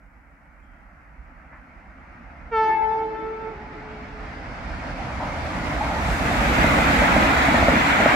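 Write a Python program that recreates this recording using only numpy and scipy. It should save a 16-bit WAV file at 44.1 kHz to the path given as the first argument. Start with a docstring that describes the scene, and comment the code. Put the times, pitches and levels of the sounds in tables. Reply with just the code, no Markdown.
"""High-speed train through a station

An electric train sounds one air-horn blast far down the line; walls and hills return it.
Wheel, rail and air noise swells as the bogies sweep by from ahead to the right, with distant
clacks, then dull axle knocks. A bird and a rasp are faint early on. A phone on the opposite
platform hears it all through two microphones."""
import sys
import numpy as np
from scipy import signal
from scipy.fft import rfft
from scipy.io import wavfile
from scipy.ndimage import uniform_filter1d, map_coordinates

SR = 44100
rng = np.random.default_rng(int(sys.argv[2]) if len(sys.argv) > 2 else 0)


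def transcribe(u):
    """Save the signal u as a 16-bit wav file named by the first command-line argument.

    u: samples, shape (n,) or (channels, n), limited to [-1, 1]; the rate is SR.
    q: integer samples, one column per channel.
    """
    v = np.clip(np.atleast_2d(u).T, -1, 1)
    q = np.round(v * 32767).astype(np.int16)
    wavfile.write(sys.argv[1], SR, q)


N = 359415
TIME_S = np.arange(N) / SR
FRAME, HOP = 2048, 256
BIN_HZ = np.maximum(np.arange(FRAME // 2 + 1) * SR / FRAME, 1)
FRAME_S = np.arange(-(-N // HOP) + 1) * HOP / SR
SPEED_M_PER_S, CAR_M, TRACK_DISTANCE_M, NOSE_ABREAST_S = 66.5, 26.3, 11.97, 6.62
HORN_ON_S, HORN_OFF_S = 2.509, 3.57


# Diffuse station sound at the two mics: f/Hz, correlation
DIFFUSE_COHERENCE = [(100, 0.95), (290, .94), (440, 0.47), (600, 0.72), (760, 0.74), (1080, -0.65),
                     (1400, 0.28), (1700, -0.37), (2100, 0.48), (2550, 0.13), (3000, -0.44), (3600, 0.08),
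                     (5000, 0.1), (8000, 0)]
# Mic balance: f/Hz, left minus right/dB
MIC_BALANCE = [(40, -5.5), (120, -0.2), (380, -1.5), (700, -1), (1290, 0.2), (2200, -1), (4400, 0),
               (8100, -1.5), (14000, 0)]


def rolling(direct_share=0.26, scatter_hz=5000, flutter_db=0.4, resonance_db=1.57):
    """Wheel, rail and air noise, part straight from the bogies, part from all round the station."""
    hz = BIN_HZ[:, None]
    direct = direct_share / (1 + (hz / scatter_hz) ** 2)
    diffuse = log_interp(DIFFUSE_COHERENCE, hz)
    coherence = 0.995 * (direct * bogie_coherence() + (1 - direct) * diffuse)
    right = noise_spectra()
    left = coherence * right + np.sqrt(1 - abs(coherence) ** 2) * noise_spectra()
    # rail and wheel resonances flare briefly, each on its own
    flare = uniform_filter1d(rng.standard_normal(right.shape), size=7, axis=0)
    flare = uniform_filter1d(flare, size=9, axis=1)
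    flare_db = resonance_db * flare / flare.std() * np.clip(hz / 500, 0, 1)
    gain = rolling_gain() * undb(surges_db() + flare_db)
    pan = undb(log_interp(MIC_BALANCE, hz) / 2)
    spectra = np.array([left * pan, right / pan]) * gain
    roar = signal.istft(spectra * np.sqrt(3 / 4), nperseg=FRAME, noverlap=FRAME - HOP)[1][:, :N]
    return roar * undb(flutter_db * wander(28))


# Rolling spectra, train far, nearing and passing: f/Hz, relative level/dB
FAR_SPECTRUM = [(22, -6), (42, 0), (56, 2.5), (88, -23), (130, -13.5), (280, -11), (415, -32), (510, -23),
                (820, -21.5), (1050, -23.5), (1300, -20.5), (2200, -24.5), (3500, -51), (4550, -50.5),
                (5000, -51), (8500, -61.5), (15500, -71)]
NEARING_SPECTRUM = [(22, -18.5), (58, -1.5), (98, -7), (130, -7.5), (290, -9), (405, -19.5), (500, -14),
                    (680, -6.5), (1300, -13.5), (2100, -17.5), (2850, -24.5), (3600, -28), (5000, -29),
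                    (8000, -44.5), (11000, -53.5), (15500, -72.5)]
PASSING_SPECTRUM = [(22, -20), (62, 5), (103, -11.5), (138, -2), (185, -2.5), (280, 1.5), (385, -12.5),
                    (640, -5.5), (1100, -6.5), (2150, -8.5), (2950, -20.5), (5500, -32.5), (7600, -31),
                    (8600, -38.5), (11500, -37), (15500, -45)]
# Edges of the bands for buffeting, car bodies, sleepers, rails, wheels, air hiss: f/Hz
BAND_EDGES_HZ = [25, 105, 400, 1100, 2800, 8000, 15500]


def rolling_gain(nearing_s=(1.4, 6.0), passing_s=(4.85, 6.6)):
    """Gain by frequency and time: the roar brightens and each band swells as the train nears."""
    nearing = np.interp(FRAME_S, nearing_s, [0, 1])
    passing = np.interp(FRAME_S, passing_s, [0, 1])
    hz, log_hz = BIN_HZ[:, None], np.log(BIN_HZ)
    far, mid, near = (log_interp(s, hz) for s in (FAR_SPECTRUM, NEARING_SPECTRUM, PASSING_SPECTRUM))
    gain = undb(far + nearing * (mid - far) + passing * (near - mid))
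    edges = zip(BAND_EDGES_HZ, BAND_EDGES_HZ[1:])
    bands = np.array([(BIN_HZ >= lo) & (BIN_HZ < hi) for lo, hi in edges], float)
    final_power = gain[:, -1] ** 2
    log_centres = (bands * final_power) @ log_hz / (bands @ final_power)
    blend = np.transpose([np.interp(log_hz, log_centres, row) for row in np.eye(len(bands))])
    levels = band_levels()
    for _ in range(2):  # pull each band to its level, blending into its neighbours
        shortfall = levels / np.sqrt(bands @ gain ** 2)
        gain = gain * np.exp(blend @ np.log(shortfall))
    return gain


# Propagation, one row per band: base level of a bogie abreast/dB, drop/(dB per doubled distance),
# loss/(dB per 100 m), extra at nose/dB, background/dB
BAND_PROPAGATION = [(-40, 2, 5.5, 16, -51.5), (-28.5, 3, 5.5, 3, -70.5), (-25.5, 2, 7.5, -1, -65),
                    (-22.5, 4, 4.5, -2.1, -91), (-35, 2.5, 9.5, -0.76, -84), (-51, 1.5, 17.5, 4, -86.5)]


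def band_levels(nose_decay_cars=1.54):
    """Bogie noise sums in power, weakened by spreading, air and ground; the nose adds turbulence."""
    range_m = np.hypot(bogies_ahead_m(), TRACK_DISTANCE_M)
    doublings = np.log2(range_m / TRACK_DISTANCE_M)
    extra_100m = (range_m - TRACK_DISTANCE_M) / 100
    nose = np.exp(-np.arange(len(range_m)) / nose_decay_cars)[:, None]
    levels = []
    for db, drop_db, loss_db, nose_db, background_db in BAND_PROPAGATION:
        per_bogie = undb(db - drop_db * doublings - loss_db * extra_100m + nose_db * nose)
        levels.append(np.sqrt((per_bogie ** 2).sum(0) + undb(background_db) ** 2))
    return np.array(levels)


def bogies_ahead_m(count=8):
    """Distance of each car end up the track, per frame, at constant speed."""
    return SPEED_M_PER_S * (NOSE_ABREAST_S - FRAME_S) + CAR_M * np.arange(count)[:, None]


# Phone heading: t/s, angle right of track/deg
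PHONE_AIM = [(0, 4.5), (6.0, -0.5), (6.8, 53), (7.3, -5), (8.15, 62)]


def bogie_coherence(mic_lag_s=0.00057):
    """Each bogie's bearing sets its lag between the mics; the nearest dominates."""
    ahead_m = bogies_ahead_m()
    share = 1 / (ahead_m ** 2 + TRACK_DISTANCE_M ** 2)
    share = share / share.sum(0)
    aim_deg = np.interp(FRAME_S, *np.transpose(PHONE_AIM))
    bearing = np.arctan2(TRACK_DISTANCE_M, ahead_m) - np.radians(aim_deg)
    lags_s = mic_lag_s * np.sin(bearing)
    omega = 2 * np.pi * BIN_HZ[:, None]
    return sum(weight * np.exp(-1j * omega * lag_s) for weight, lag_s in zip(share, lags_s))


# Surges and lulls: t/s, half length/s, centre f/Hz, gain/dB
ROAR_SURGES = [(1.222, 0.057, 49.6, 9.5), (2.25, 0.51, 49, 3.5), (2.84, .3, 150, 4),
               (3.596, 0.53, 54.85, -4.5), (4.103, 0.68, 1000, -2), (5.42, 0.28, 65, 2.5),
               (6.15, .1, 11000, 2.5), (6.4, 0.39, 60.4, 1.5), (6.634, 0.061, 150, 0),
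               (6.917, 0.023, 65, 3), (6.867, 0.14, 250, 1.5), (7.173, 0.073, 220, 4), (7.384, .1, 220, -4),
               (7.608, .05, 70, 6.5), (7.74, 0.045, 250, 5), (7.86, 0.068, 400, -5.5),
               (6.62, 0.057, 2510, 2.5), (7.09, 0.078, 1600, 1.5), (6.876, 0.032, 1500, 2.5),
               (7.913, 0.015, 2100, 3), (8.064, 0.055, 1710, 3)]


def surges_db(width_octaves=0.96):
    """Regions of the roar swell and dip as gusts and bogies go by."""
    at_s, half_s, hz, db = np.transpose(ROAR_SURGES)
    region = np.exp(-(np.log2(BIN_HZ[:, None] / hz) / width_octaves) ** 2)
    swell = np.exp(-((FRAME_S[:, None] - at_s) / half_s) ** 2)
    return (db * region) @ swell.T


# Axle strikes: t/s, relative level/dB, ring f/Hz, thud re ring/dB
AXLE_STRIKES = [(6.313, -10, 760, -10), (6.584, -9, 673, -1), (6.643, -6.5, 635, -2),
                (7.019, -7.5, 595, -1.5), (7.164, -3.5, 633, -16), (7.485, -9.5, 693, 0),
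                (7.543, -5, 616, -4), (7.626, -5.5, 666, -13), (7.684, -3, 572, -7), (8.002, -9, 640, -9),
                (8.06, -1, 607, -12)]


def axle_knocks(ring_s=0.0053, thud_hz=255, thud_s=0.0074, rattle_db=-16, rattle_s=0.012, gain_db=-3):
    """Axles strike uneven rail: a short ring, a bogie thud and a rattle."""
    right = np.zeros(N + SR)
    t = TIME_S[:SR // 4]
    for at_s, db, hz, thud_db in AXLE_STRIKES:
        ring = np.sin(2 * np.pi * hz * t) * np.exp(-t / ring_s)
        thud = undb(thud_db) * np.sin(2 * np.pi * thud_hz * t) * np.exp(-t / thud_s)
        rattle = bandpass(rng.standard_normal(len(t)), 0.94 * hz, 0.97 * hz)
        rattle = undb(rattle_db) * rattle / rattle.std() * np.exp(-t / rattle_s)
        right[int(at_s * SR):][:len(t)] += undb(db + gain_db) * (ring + thud + rattle)
    right = right[:N]
    left = map_coordinates(right, [np.arange(N) - 51e-6 * SR], order=3)  # 51 microseconds later
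    return np.array([left, right])


# Horn pitch: t/s, f/Hz
HORN_GLIDE = [(2.51, 467), (2.54, 447.7), (2.58, 441), (2.66, 441), (2.85, 439.4), (3.1, 441.2),
              (3.45, 441.2), (3.65, 444.8)]
# Upper partials: f/Hz, level/dB re brassy middle (partials 4-6) or sharp edge (7 up)
HORN_TREBLE = [(1770, -1), (2210, -3.5), (2650, -13), (3100, -4), (3550, -4.5), (4000, -15), (4450, -10.5),
               (5300, -14), (6600, -24.5), (7500, -34.5)]


def horn(attack_s=0.024, bloom_s=0.0043, release_s=0.094, wobble_hz=1.6, flutter_hz=13, partials=17):
    """An air horn sags in pitch as it speaks; upper partials bloom after the lower ones."""
    on = (TIME_S > HORN_ON_S) & (TIME_S < HORN_OFF_S)
    t = TIME_S[on]
    pitch_hz = np.interp(t, *np.transpose(HORN_GLIDE)) + wobble_hz * wander(40)[on]
    phase = 2 * np.pi * np.cumsum(pitch_hz) / SR
    *low_db, brass_db, edge_db = horn_envelopes_db(t)
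    release = np.clip((HORN_OFF_S - t) / release_s, 0, 1)
    blast = np.zeros((2, N))
    for k in range(1, partials + 1):
        if k <= len(low_db):
            db = low_db[k - 1]
        else:
            db = (edge_db if k > 6 else brass_db) + log_interp(HORN_TREBLE, k * pitch_hz[-1])
        attack = np.clip((t - HORN_ON_S) / (attack_s + bloom_s * (k - 1)), 0, 1)
        # scattered paths take over: short waves flutter most, differently at each mic
        scatter = 0.32 * np.sqrt(k) * np.interp(t, [2.55, 2.95], [0.4, 1.5])
        paths = wander(flutter_hz * np.sqrt(k))[:4 * len(t)].reshape(2, 2, -1)
        fading = (1 + scatter * (paths[0] + 1j * paths[1])) / np.sqrt(1 + 2 * scatter ** 2)
        partial = np.exp(1j * (k * phase + rng.uniform(0, 2 * np.pi))) * fading
        blast[:, on] += np.sqrt(2) * undb(db) * attack * release * partial.imag
    return blast


# Fundamental, octave, twelfth, brassy middle, sharp edge:
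# blast level/dB, rise/s, hold/s, lingering level/dB, its fade/(dB/s)
HORN_ENVELOPES = [(-26.5, .014, 0.12, -30.5, 5.5), (-21, 0.086, .33, -25, 19.5),
                  (-25, 0.041, 0.1, -40, 1.5), (-33, .02, 0.24, -44.5, 6), (-48, .02, 0.16, -52.5, 22)]


def horn_envelopes_db(t, drop_db_per_s=99, linger_from_s=2.74, swell_s=0.15):
    """The blast rises, holds and drops; sound lingering along the platforms swells and fades."""
    age_s, linger_s = t - HORN_ON_S, t - linger_from_s
    levels_db = []
    for blast_db, rise_s, hold_s, linger_db, fade_db_per_s in HORN_ENVELOPES:
        rise = np.sqrt(np.clip(age_s / rise_s, 0, 1))
        blast = rise * undb(blast_db - drop_db_per_s * np.maximum(age_s - hold_s, 0))
        linger = undb(linger_db - fade_db_per_s * linger_s) * np.clip(linger_s / swell_s, 0, 1)
        levels_db.append(20 * np.log10(np.hypot(blast, linger)))
    return levels_db


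# Reflectors: delay/s, pitch ratio, gain/dB, top f/Hz, decay/s
REFLECTORS = [(.06, 0.94, -10.5, 5020, 1.1), (.06, .8, -9.5, 407, 2.2), (.06, 0.7, -24, 3500, .5),
              (.88, 0.97, -12, 584, 2.7)]


def wall_echoes(horn_mono, swell_s=0.2, smear=0.3):
    """Walls and hills return the horn duller, and lower where they see the train come at a slant."""
    out = np.zeros((2, N))
    for delay_s, ratio, db, top_hz, decay_s in REFLECTORS:
        age_s = np.maximum(TIME_S - HORN_ON_S - delay_s, 0)
        # many slants blur the lowered pitch
        slip_s = (1 - ratio) * np.cumsum((1 + smear * wander(60)) * (age_s > 0)) / SR
        echo = np.interp(HORN_ON_S + age_s - slip_s, TIME_S, horn_mono)
        envelope = np.clip(age_s / swell_s, 0, 1) * np.exp(-age_s / decay_s)
        echo = bandpass(echo * envelope, 100, top_hz, order=3)
        out += undb(db) * np.array([echo, np.roll(echo, rng.integers(-12, 12))])
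    return out


def town_reverb(horn_mono, peak_gain_db=-8, t60_s=4.7, swell_s=0.2, band_hz=(200, 600)):
    """The town lets the horn ring on in a dull, diffuse tail."""
    t = TIME_S[:N // 3]
    envelope = undb(-60 * t / t60_s) * np.clip(t / swell_s, 0, 1)
    response = bandpass(rng.standard_normal((2, len(t))), *band_hz, order=1) * envelope
    response /= abs(rfft(response)).max()
    return undb(peak_gain_db) * signal.fftconvolve(horn_mono[None], response, axes=1)[:, :N]


# Distant wheel strikes: t/s, level/dB, centre f/Hz, band edge/centre
WHEEL_STRIKES = [(1.515, -43.5, 1170, 1.87), (5.195, -25, 755, 1.33), (5.425, -27, 614, 1.1),
                 (5.795, -22, 875, 1.07), (5.89, -25.5, 848, 1.1)]


def distant_clacks(rise_s=0.013, decay_s=0.053):
    """Wheels strike rough spots up the line; distance smears each clack."""
    out = np.zeros(N)
    t = TIME_S[:SR // 4]
    envelope = np.clip(t / rise_s, 0, 1) * np.exp(-t / decay_s)
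    for at_s, db, hz, spread in WHEEL_STRIKES:
        burst = bandpass(rng.standard_normal(len(t)), hz / spread, hz * spread, order=6)
        out[int(at_s * SR):][:len(t)] += undb(db) * burst / burst.std() * envelope
    return out


# Chirps: t/s, level/dB
BIRD_CHIRPS = [(.628, -78), (1.238, -85)]


def bird(start_hz=7600, end_hz=6700, length_s=0.024):
    """A small, far bird gives thin falling chirps."""
    out = np.zeros(N)
    for at_s, db in BIRD_CHIRPS:
        progress = np.clip((TIME_S - at_s) / length_s, 0, 1)
        pitch_hz = start_hz + (end_hz - start_hz) * progress ** 2
        out += undb(db) * np.sin(np.pi * progress) * np.sin(2 * np.pi * np.cumsum(pitch_hz) / SR)
    return out


def rasp(at_s=0.615, length_s=0.27, attack_s=0.018, centre_hz=3150, spread=1.04, level_db=-76):
    """A faint, far rasp of narrow-band noise starts quickly and dies away."""
    age_s = TIME_S - at_s
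    grain = bandpass(rng.standard_normal((2, N)), centre_hz / spread, centre_hz * spread)
    envelope = np.clip(age_s / attack_s, 0, 1) * np.sqrt(np.clip(1 - age_s / length_s, 0, 1))
    return undb(level_db) * grain / grain.std() * envelope


def undb(db):
    """Decibels to gain."""
    return 10 ** (np.asarray(db) / 20)


def log_interp(points, hz):
    """Points joined on a log-frequency axis."""
    point_hz, values = np.transpose(points)
    return np.interp(np.log(hz), np.log(point_hz), values)


def wander(rate_hz):
    """Smooth random drift, unit deviation."""
    step = int(SR / rate_hz)
    held = np.repeat(rng.standard_normal(N // step + 2), step)
    slewed = uniform_filter1d(held, step)[:N]
    return slewed / slewed.std()


def noise_spectra():
    """White noise as short-time spectra, unit mean power per bin."""
    spectra = signal.stft(rng.standard_normal(N), nperseg=FRAME, noverlap=FRAME - HOP)[2]
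    return spectra / np.sqrt(np.mean(abs(spectra) ** 2))


def bandpass(x, lo_hz, hi_hz, order=2):
    """Flat-topped band-pass."""
    return signal.sosfilt(signal.butter(order, [lo_hz, hi_hz], "band", fs=SR, output="sos"), x)


def scene():
    """The train, its horn with echoes, a bird and a rasp, in stereo."""
    blast = horn()
    horn_mono = blast.mean(0)
    train = rolling() + axle_knocks() + distant_clacks()
    echoes = wall_echoes(horn_mono) + town_reverb(horn_mono)
    return train + blast + echoes + bird() + rasp()


def record(dry, low_cut_hz=34, top_hz=15700, hiss_db=-85):
    """The phone adds faint hiss and cuts the deepest bass and the top."""
    noisy = dry + undb(hiss_db) * rng.standard_normal((2, N))
    bass_cut = signal.sosfilt(signal.butter(6, low_cut_hz, "high", fs=SR, output="sos"), noisy)
    return signal.sosfilt(signal.ellip(10, 0.2, 80, top_hz, fs=SR, output="sos"), bass_cut)


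dry = scene()
out = record(dry)
transcribe(out)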